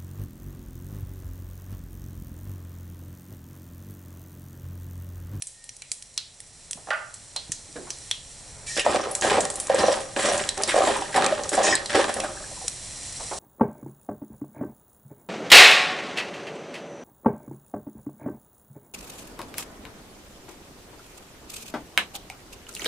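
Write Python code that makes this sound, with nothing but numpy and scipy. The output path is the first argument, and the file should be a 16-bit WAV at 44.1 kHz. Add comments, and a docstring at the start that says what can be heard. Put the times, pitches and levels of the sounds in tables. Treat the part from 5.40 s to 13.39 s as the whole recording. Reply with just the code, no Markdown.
"""Seeds, lentils and leaves fry in hot oil in a steel pot: the sizzle is a dense train of bubble clicks
coloured by the resonances of the air in the pot, and seeds burst as short noise with a pitch of their own.
A steel spoon stirs: random slips scrape the pot's bottom and the spoon's edge, lentils rattle, and the spoon
bumps, clacks, squeaks and taps as struck resonances; friction rings its handle on the rim. A dish and other
things are put down on the counter with dull knocks and a hard tick, a bowl rings faintly, and low noise
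fills a small kitchen."""
import sys
import numpy as np
from scipy import signal
from scipy.fft import rfft, irfft, next_fast_len
from scipy.io import wavfile

SR = 44100
rng = np.random.default_rng(int(sys.argv[2]) if len(sys.argv) > 2 else 0)


def master_out(mix):
    """Clip the mix to full scale and print it as 16-bit PCM to the path in sys.argv[1]."""
    frames = np.transpose(np.atleast_2d(mix))
    ceiling = np.clip(frames, -1, 1)
    pcm = np.round(ceiling * 32767).astype(np.int16)
    wavfile.write(sys.argv[1], SR, pcm)


N = 352270

# Levels are those of the separate layers, ahead of the room and of the compression in record().
# Low noise of burner and house, its spectrum: (frequency [Hz], relative density [dB])
RUMBLE_SPECTRUM = [(12, -22), (20, 2.5), (87, -1), (123, 0.5), (196, -8), (340, -12.5), (560, -9.5),
                   (850, -12.5), (1160, -16.5), (2500, -19), (3250, -48), (5500, -120)]
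# Levels of sizzle and low noise as heard, lifted by the recorder's rising gain:
# (time [s], sizzle level [dB], rumble level [dB])
STEADY_LEVELS = [(0.0, -53, -61.5), (1.31, -49.5, -54.5), (1.95, -48, -53), (2.39, -45.5, -49),
                 (2.77, -42.5, -50.5), (3.25, -46.5, -46.5), (5.0, -39.5, -43), (6.95, -37, -43.5),
                 (7.988, -36.5, -45)]
# Things put down on the counter: (time [s], peak [dB], centre [Hz], t60 [s], at most 0.4 in use)
COUNTER_KNOCKS = [(1.353, -39, 179, 0.055), (1.373, -39, 546, 0.17), (1.471, -30, 600, 0.079),
                  (1.485, -25.5, 560, 0.059), (1.96, -30.5, 665, 0.096), (2.095, -32.5, 91, 0.04),
                  (2.29, -45, 228, 0.61), (2.357, -27.5, 337, 0.43), (2.47, -36, 870, 0.22),
                  (7.798, -29.5, 627, 0.29), (7.912, -22, 590, 0.2)]
# The dish lands and rocks: (time [s], peak [dB])
DISH_HITS = [(1.5051, -11.5), (1.513, -18), (1.532, -19.5)]
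# Resonances of the dish: (frequency [Hz], width [Hz], gain [dB])
DISH_MODES = [(600, 90, 0), (850, 200, -3), (1195, 60, 6), (1400, 60, 7), (1453, 18, 12), (1550, 60, 4),
              (1790, 70, 3), (1960, 120, 2), (2760, 700, -10), (4810, 62, -12)]
# A small steel bowl rings in the hand, one row: (time [s], peak [dB], frequency [Hz], t60 [s])
BOWL_RING = (.07, -59, 1850, 3.0)
# The handle slides on the rim:
# (time [s], duration [s], hiss level [dB], ringing drive [dB], tilt of the ringing [dB per octave])
HANDLE_SLIDES = [(3.262, 0.165, -34, -54.5, -3.5), (6.225, 0.112, -21.5, -37, 0.5)]
# Modes of the spoon: (frequency [Hz], gain [dB])
SPOON_MODES = [(1846, 0), (2310, -6), (2557, -3), (3120, -6), (3402, -6), (3741, -3), (4210, -9), (5082, 2),
               (5467, -2), (5618, 3), (5905, -6), (6223, -5), (6519, 2), (6799, 1), (7881, -2), (9588, -7)]
# Hard ticks: a clack at the counter, then the spoon's edge or a lentil on steel:
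# (time [s], peak [dB], pitch [Hz])
HARD_TICKS = [(2.359, -30.5, 1600), (3.3565, -22, 5400), (3.394, -9, 2800), (3.823, -28, 1940),
              (3.929, -17, 2320), (4.3869, -14, 5060), (5.2874, -11, 3390), (5.2896, -10.5, 2200),
              (5.727, -20, 1800), (5.7438, -15.5, 1800), (5.7602, -8.5, 1780), (6.1308, -12.5, 1680),
              (6.504, -20, 1850), (6.551, -10, 1760), (6.691, -14.5, 1560), (6.767, -19, 1610),
              (6.838, -19, 1590)]
# The spoon bumps the bottom, or its edge squeaks and taps (the high pitches):
# (time [s], peak [dB], pitch [Hz])
SPOON_BUMPS = [(3.383, -17.5, 450), (3.464, -1.5, 594), (3.546, -4.5, 553), (3.671, -14.5, 566),
               (3.848, -6, 540), (3.982, -3.5, 620), (4.299, -3.5, 617), (4.345, -7, 530), (4.436, -4, 600),
               (4.483, 0, 570), (4.887, -11, 576), (4.919, -11, 676), (5.343, -5, 580), (5.363, -2.5, 600),
               (5.378, -2.5, 576), (5.405, -2, 600), (5.472, -2.5, 597), (5.487, -6.5, 770),
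               (5.562, -12.5, 920), (5.621, -14, 810), (5.759, -20, 706), (5.778, -5.5, 760),
               (5.841, -10, 740), (6.127, -20.5, 380), (6.178, -3, 710), (6.193, -4.5, 614),
               (6.204, -5, 555), (6.277, -11.5, 585), (6.288, -10.5, 710), (6.326, -6, 1776),
               (6.346, -22, 1810), (6.549, -12, 367), (6.575, -7.5, 437), (6.692, -14, 640),
               (6.764, -17, 600), (6.799, -21, 615), (6.836, -16.5, 675), (6.969, -30.5, 1610),
               (7.04, -30.5, 1620), (7.114, -30.5, 565), (7.176, -35.5, 898), (7.214, -34, 816),
               (7.243, -33.5, 510)]
# Strokes of the spoon: (landing time [s], push duration [s], scrape of the bottom [dB],
# grind of the edge [dB], rattle of the lentils [dB], fade [dB per s])
SPOON_STROKES = [(3.364, 0.031, -29, -25, -32, 253), (3.445, 0.072, -17.5, -27, -29.5, 68),
                 (3.82, 0.12, -16, -22, -25.5, 127), (4.17, 0.12, -38.5, -41.5, -62.5, 152),
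                 (4.294, 0.11, -23.5, -31, -38, 150), (4.378, 0.15, -22, -28.5, -26, 120),
                 (4.761, 0.14, -21, -23.5, -25, 79), (5.171, 0.048, -23.5, -37, -35, 202),
                 (5.274, 0.057, -24.5, -25, -26.5, 227), (5.352, 0.16, -20, -24, -26.5, 83),
                 (5.741, 0.1, -16, -23, -34, 82), (6.116, 0.024, -22.5, -35, -22.5, 200),
                 (6.167, 0.16, -20.5, -26, -55, 144), (6.494, 0.076, -28, -23.5, -28, 203),
                 (6.545, 0.062, -17, -21.5, -29.5, 107), (6.751, 0.015, -27, -51, -48, 64)]
# Level gained while the spoon speeds up: (bottom [dB], edge [dB], lentils [dB])
SPEED_UP_DB = [4, 4.5, 8]
# Resonances of the pot's bottom and wall: (frequency [Hz], width [Hz], gain [dB])
BOTTOM_MODES = [(89, 38, -16.5), (219, 35.5, -9.5), (329.7, 42, -6.5), (406.7, 13.3, 0), (538, 62, -1.5),
                (600, 58.5, -0.5), (766.5, 30, -1), (850, 144, -9), (1023, 81, -6.5), (1224, 192, -11)]
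# Resonances heard at the spoon's edge: (frequency [Hz], width [Hz], gain [dB])
EDGE_MODES = [(1640, 92, -8), (1810, 40, 0), (1847, 204, -6.5), (2400, 146, -9), (2850, 1600, -15)]
# Resonances of the air inside the pot: (frequency [Hz], width [Hz], gain [dB])
AIR_MODES = [(1810, 174, -7), (3830, 2470, -6), (4050, 180, 2.5), (4940, 310, -10.5), (5706, 240, 4.5),
             (7320, 620, -2), (8080, 100, 7.5), (8550, 1670, -2.5), (10915, 360, -10.5)]
# Bursting seeds, and a few low clacks of the spoon:
# (time [s], peak [dB], own pitch [Hz], share of that pitch against the crack [dB])
POPS_AND_CLACKS = [(0.0218, -15, 9460, -2.5), (0.07, -21, 8200, 17), (0.241, -26, 9000, 5),
                   (0.292, -23, 5700, -8), (0.366, -27, 9150, 0), (0.42, -23.5, 2400, -4.5),
                   (0.5166, -11.5, 8160, -1), (0.624, -22, 8240, -3), (0.741, -34.5, 7520, -5),
                   (0.777, -8.5, 4030, 0.5), (1.003, -23, 9700, 0), (1.3098, -15, 8740, 0.5),
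                   (1.3313, -16, 6300, -11), (1.741, -23, 7740, 10), (1.9625, -14.5, 4000, 4.5),
                   (2.119, -8.5, 6540, 2), (2.327, -30, 5960, -29), (2.5043, -13.5, 5900, 6),
                   (2.586, -28, 8250, -12), (2.7121, -7, 3400, 3.5), (3.375, -10.5, 5200, 2),
                   (3.7123, -10, 10360, 18), (3.751, -3.5, 7800, 4.5), (3.8113, -9, 6750, 12.5),
                   (4.0058, -7, 7560, 9), (4.052, -7, 7950, -20), (4.101, -12, 8250, 5),
                   (4.1404, -21, 7900, 34), (4.1565, -9.5, 9600, 7), (4.2, -7, 8950, 22),
                   (4.27, -14.5, 7450, 5), (4.346, -9.5, 7860, 30), (4.978, -10.5, 7100, 5),
                   (5.09, -4, 4000, -4.5), (5.177, -15, 7880, -15), (5.2214, -13, 8450, 5),
                   (5.235, -2.5, 4900, -2), (5.844, -8, 3580, 0), (5.863, -2.5, 2400, -4),
                   (6.0357, -12, 5900, 7), (6.092, -6, 7700, 7), (6.1514, -9.5, 7700, 51),
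                   (6.353, -0.5, 4300, -6), (6.459, -11, 4220, 2), (6.74, -10, 9300, 9),
                   (6.8018, -8.5, 2400, -3), (7.2806, -8, 9600, -8)]
# Thin rings of the pot's wall, strongest for pops of a near pitch: (frequency [Hz])
WALL_RINGS_HZ = [3187, 3338, 3920, 4180]

KITCHEN_T60_S, WALL_CUT_HZ = 0.56, 1600   # reverberation of the lows; above the cut it shortens
SPOON_T60_S = 0.1
SLIDE_EDGE_S, HISS_FALLS_DB = 0.0073, 9
LAND_S, SPEED_UP_S = 0.0034, 0.1          # the spoon bites at once, then gathers speed
BUMP_WIDTH_HZ, BUMP_RUB_DB, BUMP_EDGE_DB = 270, -25.5, -13.5   # damped ring, friction, spoon's edge
WALL_WIDTH_HZ = 20
MIC_TOP_HZ, CUTOFF_HZ = 11050, 12349


def amp(db):
    """Level as amplitude: 20 dB is a factor of ten."""
    return 10 ** (np.asarray(db) / 20)


def rms_one(x):
    """Normalization to unit effective value."""
    return x / np.sqrt(np.mean(x ** 2) + 1e-20)


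def in_time(rows):
    """Linear interpolation of a table's columns, sample by sample."""
    times, *columns = np.transpose(rows)
    return [np.interp(np.arange(N) / SR, times, column) for column in columns]


def drift(rate_hz):
    """Low-passed noise: slow chance of spread 1, drawn at every 20th sample."""
    r = np.exp(-40 * np.pi * rate_hz / SR)
    noise = rng.standard_normal(N // 20 + 2002)
    slow = signal.lfilter([1], [1, -2 * r, r * r], noise)[2000:]   # the filter has settled
    return np.interp(np.arange(N) / 20, np.arange(len(slow)), rms_one(slow))


def resonate(x, hz, width_hz):
    """Simple damped resonator: a pole pair with a gain near 1 at its peak."""
    r = np.exp(-np.pi * width_hz / SR)
    zeros = [(1 - r * r) / 2, 0, (r * r - 1) / 2]
    poles = [1, -2 * r * np.cos(2 * np.pi * hz / SR), r * r]
    return signal.lfilter(zeros, poles, x)


def body(x, modes, wander_db=0):
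    """Modal superposition with alternating signs; a moving contact drives each mode more or less."""
    wander = [amp(wander_db * drift(8.4)) if wander_db else 1 for mode in modes]
    out = 0
    for k, (hz, width_hz, db) in enumerate(modes):
        out = out + (-1) ** k * amp(db) * resonate(x * wander[k], hz, width_hz)
    return out


def grains(per_s, spread_db, clump_db, clump_rate):
    """Random impulse process: clicks of uneven size whose level drifts, so that they clump."""
    sizes = amp(spread_db * np.minimum(rng.exponential(1, N), 5)) * rng.choice([-1, 1], N)
    present = rng.random(N) < per_s / SR
    return sizes * present * amp(clump_db * drift(clump_rate)) + 1e-18


def burst(t60, size=4000):
    """Exponential decay of noise that starts at once, with t60 held between 0.004 and 0.4 s."""
    decay_db = -60 * np.arange(size) / (np.clip(t60, .004, .4) * SR)
    return rng.standard_normal(size) * amp(decay_db)


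def blow(t60, rub_db, size=4000):
    """Impulsive contact: one clean click with dying noise."""
    click = np.arange(size) == 0
    return click + amp(rub_db) * burst(t60, size=size)


def add(out, s, sound, peak_db):
    """Superposition of a sound at time s with the given peak."""
    at = round(s * SR)
    scaled = amp(peak_db) * sound / np.abs(sound).max()
    out[at:at + len(sound)] += scaled[:N - at]


def spread(x, side_db, count=420):
    """Early reflection: an echo, count samples late, reaches the two channels with opposite sign."""
    return rms_one(x) + amp(side_db) * rms_one(np.roll(x, count)) * [[1], [-1]]


def kitchen(x):
    """Reverberation by recirculating delays: ten a channel, duller on every round."""
    size = next_fast_len(N + SR)
    hz = np.fft.rfftfreq(size, 1 / SR)
    t60 = KITCHEN_T60_S / (1 + (hz / WALL_CUT_HZ) ** 2) ** .5
    out = np.zeros((2, len(hz)), complex)
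    for k, lag_s in enumerate(rng.uniform(.006, .035, 20)):
        loop = amp(-60 * lag_s / t60) * np.exp(-2j * np.pi * hz * lag_s)
        out[k % 2] += (-1) ** (k // 2) * loop / (1 - loop)
    return irfft(out * rfft(x, size), size)[:, :N]


def rumble(level_db):
    """Spectral shaping of noise: burner and house, a little of it unlike in the two channels."""
    hz, db = np.transpose(RUMBLE_SPECTRUM)
    shape = amp(np.interp(np.log(np.fft.rfftfreq(N, 1 / SR) + 1), np.log(hz), db))
    low_noise = irfft(rfft(rng.standard_normal(N)) * shape, N)
    return amp(level_db) * spread(low_noise, side_db=-11.5, count=SR)


def knocks():
    """Heavily damped impact: dying noise in a wide band; the dish answers with its modes."""
    out = np.zeros(N)
    for s, db, hz, t60 in COUNTER_KNOCKS:
        thud = burst(t60, size=12000)
        for _ in range(2):
            thud = resonate(thud, hz, 0.98 * hz)
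        add(out, s, thud, db)
    for s, db in DISH_HITS:
        touch = blow(0.03, rub_db=-20, size=12000)
        ring = body(touch + amp(-26) * burst(0.4, size=12000), DISH_MODES)
        add(out, s, ring + amp(-12.5) * resonate(touch, 1050, 1400), db)
    return out


def bowl():
    """Single mode of vibration: a decaying sine that swells and fades under a smooth window."""
    out = np.zeros(N)
    s, db, hz, t60 = BOWL_RING
    t = np.arange(SR // 3) / SR
    window = np.hanning(len(t)) ** 1.3
    add(out, s, window * amp(-60 * t / t60) * np.sin(2 * np.pi * hz * t), db)
    return out


def handle():
    """Friction excitation: fine rubbing hisses and keeps the spoon's modes ringing, each drifting."""
    t, rub = np.arange(N) / SR, rng.standard_normal(N)
    hiss, ringing, contacts = 0, 0, []
    for s, lasts, hiss_db, *rest in HANDLE_SLIDES:
        contact = np.clip(np.minimum(t - s, s + lasts - t) / SLIDE_EDGE_S, 0, 1)
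        contacts.append(contact)
        progress = np.clip((t - s) / lasts, 0, 1)
        hiss = hiss + amp(hiss_db - HISS_FALLS_DB * progress ** 2) * contact
    width_hz = np.log(1000) / np.pi / SPOON_T60_S
    for hz, db in SPOON_MODES:
        drive = 0
        for contact, (*rest, ring_db, tilt_db) in zip(contacts, HANDLE_SLIDES):
            drive = drive + contact * amp(ring_db + tilt_db * np.log2(hz / 4000))
        force = drive * amp(3 * drift(20)) * rub + 1e-18
        # a narrow mode passes little noise power: the root makes up for it
        ringing = ringing + amp(db) * np.sqrt(SR / width_hz) * resonate(force, hz, width_hz)
    return ringing + hiss * rms_one(body(rub, AIR_MODES))


def ticks():
    """Hard, dry contact: a wide resonance that rings only a few cycles."""
    out = np.zeros(N)
    for s, db, hz in HARD_TICKS:
        touch = blow(0.12, rub_db=11)
        colour = body(touch, EDGE_MODES + AIR_MODES)
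        add(out, s, resonate(touch, hz, 0.17 * hz) + amp(-14.5) * colour, db)
    return out


def bumps():
    """Damped impact: each contact of the spoon rings near its pitch and wakes pot and spoon's edge."""
    out = np.zeros(N)
    for s, db, hz in SPOON_BUMPS:
        touch = blow(0.1, rub_db=BUMP_RUB_DB)
        near_pitch = resonate(resonate(touch, hz, BUMP_WIDTH_HZ), hz, BUMP_WIDTH_HZ)
        pot = body(near_pitch, BOTTOM_MODES + EDGE_MODES)
        edge = body(touch, EDGE_MODES)
        add(out, s, pot + amp(2.0) * near_pitch + amp(BUMP_EDGE_DB) * edge, db)
    return out


def stroke_levels():
    """Envelope of contact: a stroke lands, swells and, once its push ends, fades; gains of three layers."""
    out, t = np.zeros((3, N)), np.arange(N) / SR
    swell_db = np.array([SPEED_UP_DB]).T
    for s, push_s, *layer_db, fade in SPOON_STROKES:
        landing = np.clip((t - s) / LAND_S, 0, 1)
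        slowness = np.clip(1 - (t - s) / SPEED_UP_S, 0, 1)
        lifted_s = np.maximum(t - s - push_s, 0)
        out += landing * amp(np.array([layer_db]).T - swell_db * slowness - fade * lifted_s)
    return out


def stirring():
    """Stick-slip excitation: uneven slips shake bottom and spoon's edge; lentils tick against steel."""
    slips = grains(700, spread_db=3.0, clump_db=2.0, clump_rate=25)
    grit = grains(1700, spread_db=3.3, clump_db=2.4, clump_rate=40)
    taps = grains(3000, spread_db=2.9, clump_db=2.2, clump_rate=40)
    bottom = spread(body(slips, BOTTOM_MODES, wander_db=2.0), side_db=-17.0)
    edge = spread(body(grit, EDGE_MODES, wander_db=1.0), side_db=-10.0)
    rattle = spread(body(taps, AIR_MODES, wander_db=3.5), side_db=-11.5)
    scrape, grind, shake = stroke_levels()
    return scrape * bottom + grind * edge + shake * rattle


def sizzle(level_db):
    """Cavity resonance: steam bubbles burst by the thousand and the air in the pot colours them."""
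    fizz = grains(9000, spread_db=1.5, clump_db=.6, clump_rate=40)
    return amp(level_db) * spread(body(fizz, AIR_MODES), side_db=-11.5)


def pops_and_clacks():
    """Impulsive source and coupled modes: a crack through the pot's air, a pitch of its own, wall rings."""
    out = np.zeros(N)
    for s, db, hz, own_db in POPS_AND_CLACKS:
        crack = body(burst(.007, size=9000), AIR_MODES) + amp(-20) * burst(.004, size=9000)
        snap = blow(.04, rub_db=-17, size=9000)
        own = resonate(snap, hz, 0.14 * hz)
        own = own + amp(-33) * resonate(burst(0.4, size=9000), hz, 0.35 * hz)
        wall = sum(amp(rng.normal(5, 2)) * resonate(own, wall_hz, WALL_WIDTH_HZ)
                   for wall_hz in WALL_RINGS_HZ)
        add(out, s, rms_one(crack) + amp(own_db) * rms_one(own + wall), db)
    return out


def scene():
    """Direct and reverberant field: the sources lean a little right; all but sizzle and rumble wake the room."""
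    sizzle_db, rumble_db = in_time(STEADY_LEVELS)
    stir = stirring()
    near = pops_and_clacks() + bumps() + ticks() + handle() + bowl()
    counter = knocks()
    room = kitchen(amp(-22.0) * near + amp(-19.5) * counter + amp(-25.5) * stir.mean(axis=0))
    near_echo = amp(-14.5) * np.roll(near, 140) * [[1], [-1]]
    pot = sizzle(sizzle_db) + stir + near + near_echo + rumble(rumble_db)
    return pot * amp([[-.4], [.4]]) + counter * amp([[-1.5], [1.5]]) + room


def record(dry):
    """Dynamic compression: gain ducks after loud moments and recovers; peaks are rounded, the top is cut."""
    level_db = 20 * np.log10(np.abs(dry).max(axis=0) + 1e-9)
    over_db = np.maximum(level_db + 17, 0)
    slope = 22 * np.arange(N) / SR   # the held excess falls by 22 dB per s
    held_db = np.maximum.accumulate(over_db + slope) - slope
    r = np.exp(-1 / (0.028 * SR))    # smoothing over 28 ms
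    smooth_db = signal.lfilter([1 - r], [1, -r], held_db)
    ducked = dry * amp(-.3 * smooth_db)
    rounded = .8 * np.tanh(ducked / .8)
    heard = signal.sosfilt(signal.ellip(10, .5, 60, MIC_TOP_HZ, fs=SR, output="sos"), rounded)
    return signal.sosfilt(signal.cheby2(14, 55, CUTOFF_HZ, fs=SR, output="sos"), heard)


dry = scene()
out = record(dry)
master_out(out)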